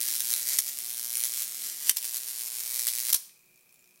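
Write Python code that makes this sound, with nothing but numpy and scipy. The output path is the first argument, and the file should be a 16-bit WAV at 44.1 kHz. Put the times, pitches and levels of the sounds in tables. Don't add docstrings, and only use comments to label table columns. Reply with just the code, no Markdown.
import sys
import numpy as np
from scipy import signal
from scipy.fft import rfft, irfft, next_fast_len
from scipy.io import wavfile
from scipy.ndimage import uniform_filter1d, map_coordinates

SR = 44100
rng = np.random.default_rng(int(sys.argv[2]) if len(sys.argv) > 2 else 0)


def waveform_to_disk(signal):
    frames = np.transpose(np.atleast_2d(signal))
    scaled = np.clip(frames, -1, 1) * 32767
    samples = np.round(scaled).astype(np.int16)
    wavfile.write(sys.argv[1], SR, samples)


N = 176400

# (frequency [Hz], relative level [dB])
AIR_COLOUR = [(25, 10), (65, -13), (110, -1), (175, 7), (260, -1), (500, -2), (1400, -7.5), (3000, -8),
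              (8000, -4.5), (15500, -0.5)]
# (delay [s], smear [s], level [dB])
WALLS = [(.0004, .002, -13), (.0065, .003, -12), (.0135, .004, -8.5)]
# (frequency [Hz], t60 [s])
YARD_DECAY = [(200, 0.097), (800, 0.41), (2000, 0.37), (5500, 0.39), (14600, 0.31)]
# (mains harmonic [number], level in burn 1 [dB], burn 2 [dB], burn 3 [dB])
LOAD_HUM = [(4, -72, -72.5, -77), (6, -75, -77, -81), (8, -84, -88, -77), (10, -77, -82, -85),
            (12, -72.5, -73, -75), (14, -78, -78, -80), (18, -79, -79, -77)]
# (mains harmonic [number], level [dB])
IDLE_HUM = [(2, -90), (4, -93.5), (6, -81.5), (8, -94), (10, -103)]
# (phase [cycles], width [cycles], level [dB])
CORONA_PUFFS = [(.16, 0.035, -105), (.70, 0.038, -58)]
# (frequency [Hz], level [dB], t60 [s])
WIRE_MODES = [(3100, -34, .07), (6050, -25, .07), (9150, -27, .08)]
# (frequency [Hz], relative level [dB])
SIZZLE_COLOUR = [(30, -64), (200, -18), (1000, -12), (2300, -2.5), (3400, -2), (5500, 4), (7400, 5.5),
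                 (10000, 3.5), (12500, 5), (14200, 6.5), (15800, -11)]
# (time [s], level [dB])
SIZZLE_LEVELS = [(0, -48), (.05, -38.5), (.23, -43.5), (.33, -41.5), (.37, -36), (.46, -41), (.55, -29.5),
                 (.58, -53), (.64, -50), (.68, -37.5), (.75, -46), (.95, -46.5), (1.11, -51), (1.18, -50),
                 (1.39, -37.5), (1.55, -45), (1.66, -38.5), (1.76, -44), (1.88, -37.5), (2.01, -50),
                 (2.04, -43), (2.11, -44.5), (2.16, -38.5), (2.22, -48), (2.3, -42), (2.5, -46.5),
                 (2.58, -42), (2.68, -42.5), (2.77, -38.5), (2.82, -48), (2.88, -43), (2.92, -43),
                 (2.97, -45.5), (3.03, -44), (3.1, -37)]
# (frequency [Hz], relative level [dB])
POP_COLOUR = [(30, -26), (100, -16), (220, 3.5), (400, -12), (650, -27), (1050, -13), (1500, -16),
              (1900, 8), (3500, 7), (15000, -3.5)]
# (frequency [Hz], relative level [dB])
SPARK_COLOUR = [(30, -45), (100, -25.5), (250, -28), (600, -18.5), (1300, -16), (2200, -6.5), (2800, -8.5),
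                (3500, -4), (5500, 1), (7400, 0), (9000, 4), (12000, 4), (15500, -1)]
# (start [s], end [s])
BURNS = [(.0050, .582), (.6215, 1.89), (1.9783, 3.112)]
# (time [s], relative level [dB])
STRIKE_LEVELS = [(0.005, -5), (0.047, -8.5), (0.113, -6.9), (0.238, -9.5), (0.255, -7.5), (0.297, -6),
                 (0.338, -1.5), (0.355, -22), (0.363, -7), (0.438, -11.5), (0.496, -4), (0.513, -9.5),
                 (0.571, -7.5), (0.646, -11.5), (0.655, -12.5), (0.688, -8.5), (0.705, -19), (0.838, -12.5),
                 (1.13, -10), (1.163, -7.5), (1.196, -7.5), (1.255, -6), (1.28, -11.5), (1.346, -11),
                 (1.363, -9), (1.379, -8.7), (1.421, -7.5), (1.446, -14.5), (1.588, -15.5), (1.663, -11.5),
                 (1.738, -18.5), (1.854, -14), (1.888, -5), (1.978, -14), (1.987, -19), (2.02, -12.5),
                 (2.053, -5.5), (2.07, -12.5), (2.095, -8), (2.103, -14.5), (2.17, -8), (2.195, -16),
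                 (2.295, -13), (2.311, -14), (2.32, -16), (2.37, -12.5), (2.578, -12.5), (2.603, -9),
                 (2.62, -17), (2.636, -13), (2.745, -9), (2.761, -7), (2.786, -9), (2.795, -10.5),
                 (2.811, -7.5), (2.886, -11), (2.928, -11), (3.003, -5), (3.011, -8), (3.019, -12.3),
                 (3.103, -3.5), (3.111, -30)]
# (time [s], length [s], level [dB])
SPITS = [(.2050, .0012, -9), (.3135, .0007, -11), (.3384, .001, -7.5), (.6548, .0006, -13),
         (.7877, .001, -15.5), (1.1545, .0009, -11), (1.171, .001, -13), (1.2377, .0007, -10.5),
         (1.9640, .0008, -15), (2.7946, .001, -9.5), (2.8782, .0012, -9), (2.8861, .0012, -9.5),
         (2.9362, .001, -14.5), (2.9862, .0008, -15), (3.7262, .0006, -39), (3.7431, .0008, -41)]
# (time [s], length [s], level [dB], spark gap [s],
# puff level [dB], fizz level [dB], thump frequency [Hz], thump level [dB])
SNAPS = [(.5868, .0045, -3, .00035, -22, -20, 200, -61), (1.8947, .0056, -2, .00019, 2, -16.5, 220, -44),
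         (1.9693, .0034, -8.5, .00016, -28, -31, 200, -60), (2.8696, .0013, -7, .00019, -19, -33, 380, -61),
         (3.0945, .0003, -12, .0003, -16, -38, 380, -55), (3.1275, .0072, -4, .00036, -19, -22, 210, -52),
         (3.1440, .0065, -.5, .00035, -15, -15, 1080, -39)]

MAINS_HZ = 60.03
SPARK_SCATTER_DB, RESTRIKE_GAP_S = 1.5, .00016


def amp(db):
    return 10 ** (np.asarray(db) / 20)


def unit(x):
    return x / np.sqrt(np.mean(x ** 2) + 1e-20)


def along(points, hz):
    freqs, values = np.transpose(points)
    return np.interp(np.log(hz + 1), np.log(freqs + 1), values)


def filtered(x, response):
    size = next_fast_len(N + SR // 2)
    return irfft(rfft(x, size) * response(np.fft.rfftfreq(size, 1 / SR)), size)[:N]


def noise(response):
    return unit(filtered(rng.standard_normal(N), response))


def drift(t, per_s, order=3):
    return map_coordinates(rng.standard_normal(int(t[-1] * per_s) + 2), [t * per_s], order=order)


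def burn_gates(t):
    return [1. * ((t >= start) & (t < end)) for start, end in BURNS]


def clicks(times, gains, colour, size=4096):
    cepstrum = irfft(np.log(amp(along(colour, np.fft.rfftfreq(size, 1 / SR)))))
    cepstrum[1:size // 2] *= 2
    cepstrum[size // 2 + 1:] = 0
    click = irfft(np.exp(rfft(cepstrum)))
    samples = np.clip(np.round(np.asarray(times) * SR), 0, N).astype(int)
    train = np.bincount(samples, gains, N + 1)[:N]
    return signal.fftconvolve(train, click / np.linalg.norm(click))[:N]


def night(air_db=-63, cricket_db=-70, cricket_hz=2440, half_width_hz=100):
    air = noise(lambda hz: amp(along(AIR_COLOUR, hz)))
    crickets = noise(lambda hz: 1 / (1 + ((hz - cricket_hz) / half_width_hz) ** 4) ** .5)
    return amp(air_db) * air + amp(cricket_db) * crickets


def wall_response():
    age = np.arange(SR // 16) / SR
    response = np.zeros(len(age))
    for delay, smear, db in WALLS:
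        wall = rng.standard_normal(len(age)) * (age >= delay) * np.exp(-abs(age - delay) / smear)
        response += amp(db) * wall / np.linalg.norm(wall)
    return response


def tail_response(db=-12.5):
    hz, age, spectra = signal.stft(rng.standard_normal(SR // 2), SR, nperseg=256)
    decay = amp(-60 * age / along(YARD_DECAY, hz)[:, None])
    tail = signal.istft(spectra * decay, SR, nperseg=256)[1]
    return amp(db) * tail / np.linalg.norm(tail)


def yard(x, t, wander_s=.25, tail_hop_s=.0025, count=12):
    echoes = np.zeros(N)
    for hop, response in [(wander_s, wall_response), (tail_hop_s, tail_response)]:
        for k in range(count):
            crossfade = np.sin(np.pi / 2 * np.minimum((t / hop - k) % count, 2))
            echoes += signal.oaconvolve(x * crossfade, response())[:N]
    return echoes


def transformer(t, waver_db=2.5, waver_per_s=9):
    def harmonic(k, db):
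        gain = amp(db + waver_db * drift(t, waver_per_s, order=1))
        return gain * np.sqrt(2) * np.sin(2 * np.pi * (k * MAINS_HZ * t + rng.random()))

    loads = [uniform_filter1d(gate, size=400) for gate in burn_gates(t)]
    loaded = sum(load * harmonic(k, dbs[burn]) for burn, load in enumerate(loads) for k, *dbs in LOAD_HUM)
    idle = sum(harmonic(k, db) for k, db in IDLE_HUM)
    return loaded + (1 - sum(loads)) * idle


def corona(t, scatter_db=2.5):
    cycle, phase = np.divmod(t * MAINS_HZ, 1)
    swell = np.zeros(N)
    for centre, width, db in CORONA_PUFFS:
        gains = amp(db + scatter_db * rng.standard_normal(int(cycle[-1]) + 1))
        swell += gains[cycle.astype(int)] * np.exp(-.5 * ((phase - centre) / width) ** 2)
    return swell * noise(lambda hz: amp(along(SIZZLE_COLOUR, hz)))


def cooling_tick(at_s=3.2955, db=-31):
    return clicks([at_s], [amp(db)], POP_COLOUR)


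def wires(t, at_s=1.8947):
    age = np.maximum(t - at_s, 0)
    return sum(amp(db - 60 * age / t60) * np.sin(2 * np.pi * hz * age) for hz, db, t60 in WIRE_MODES)


def pops(puff_decay_s=.0067, fizz_decay_s=.011, thump_rise_s=.004, size=2200):
    age = np.arange(size) / SR
    thump_shape = age / thump_rise_s * np.exp(1 - age / thump_rise_s)
    times, puffs, fizzes, thumps = [], [], [], np.zeros(N)
    for start, *_, puff_db, fizz_db, thump_hz, thump_db in SNAPS:
        times.extend(start + age)
        puff = unit(rng.standard_normal(size) * np.exp(-age / puff_decay_s))
        puffs.extend(amp(puff_db) * puff / np.sqrt(size))
        fizzes.extend(amp(fizz_db) * unit(rng.laplace(size=size)) * np.exp(-age / fizz_decay_s))
        thump = thump_shape * np.sin(2 * np.pi * thump_hz * age)
        thumps[round(start * SR):][:size] += amp(thump_db) * thump
    return clicks(times, puffs, POP_COLOUR) + clicks(times, fizzes, SPARK_COLOUR) + thumps


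def sizzle(t, sparks_per_s=9800, spread_db=9, surge_db=4, lag_s=.0043, clump_db=1.8):
    sizes = amp(spread_db * rng.standard_normal(N)) * rng.choice([-1, 1], N)
    sizes *= rng.random(N) < sparks_per_s / SR
    gates = burn_gates(t)
    surge = sum(gate * np.cos(4 * np.pi * MAINS_HZ * (t - start - lag_s))
                for gate, (start, _) in zip(gates, BURNS))
    db = np.interp(t, *np.transpose(SIZZLE_LEVELS)) + surge_db * surge + clump_db * drift(t, per_s=220)
    return unit(clicks(t, sizes, SIZZLE_COLOUR)) * uniform_filter1d(sum(gates), size=64) * amp(db)


def volley(start, length, db, gap=RESTRIKE_GAP_S, count=48):
    gaps = gap * rng.uniform(.35, 1.65, count)
    age = np.cumsum(gaps) - gaps[0]
    gains = amp(db + SPARK_SCATTER_DB * rng.standard_normal(count)) * rng.choice([-1, 1], count)
    return np.column_stack([start + age, gains * np.clip((length - age) / gap, 0, 1)])


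def arc(t_jitter_s=.00009, boost_db=1, stutter_share=.55, max_stutter_s=.0008, stutter_db=-10):
    times = np.concatenate([np.arange(start, end, .5 / MAINS_HZ) for start, end in BURNS])
    count = len(times)
    times += t_jitter_s * rng.standard_normal(count)
    levels = np.interp(times, *np.transpose(STRIKE_LEVELS)) + boost_db
    levels += SPARK_SCATTER_DB * rng.standard_normal(count)
    strikes = np.column_stack([times, amp(levels)])
    lengths = max_stutter_s * rng.random(count) * (rng.random(count) < stutter_share)
    stutters = [volley(at + RESTRIKE_GAP_S, length, db + stutter_db)
                for at, length, db in zip(times, lengths, levels)]
    spits = [volley(*row) for row in SPITS]
    snaps = [volley(*row[:4]) for row in SNAPS]
    return clicks(*np.vstack([strikes, *stutters, *spits, *snaps]).T, SPARK_COLOUR)


def scene():
    t = np.arange(N) / SR
    trap = arc() + pops() + wires(t) + cooling_tick() + sizzle(t) + corona(t)
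    return (trap + yard(trap, t) + transformer(t) + night())[None]


def record(dry, limit_db=-23, attack_s=.03, release_s=.052, clip_db=-2, low_cut_hz=70, top_hz=16100):
    x = dry[0]
    window = round(attack_s * SR)
    level = np.sqrt(abs(signal.fftconvolve(x ** 2, np.ones(window) / window)[:N]))
    excess = np.log(np.maximum(level / amp(limit_db), 1))
    release = np.arange(N) / SR / release_s
    ducking = np.exp(np.maximum.accumulate(np.log(excess + 1e-12) + release) - release)
    x = x * np.exp(-ducking)
    x = x / (1 + (x / amp(clip_db)) ** 4) ** .25
    x = signal.lfilter(*signal.butter(1, low_cut_hz, 'high', fs=SR), x)
    return filtered(x, lambda hz: np.clip((top_hz - hz) / 300 + .5, 0, 1))[None]


dry = scene()
out = record(dry)
waveform_to_disk(out)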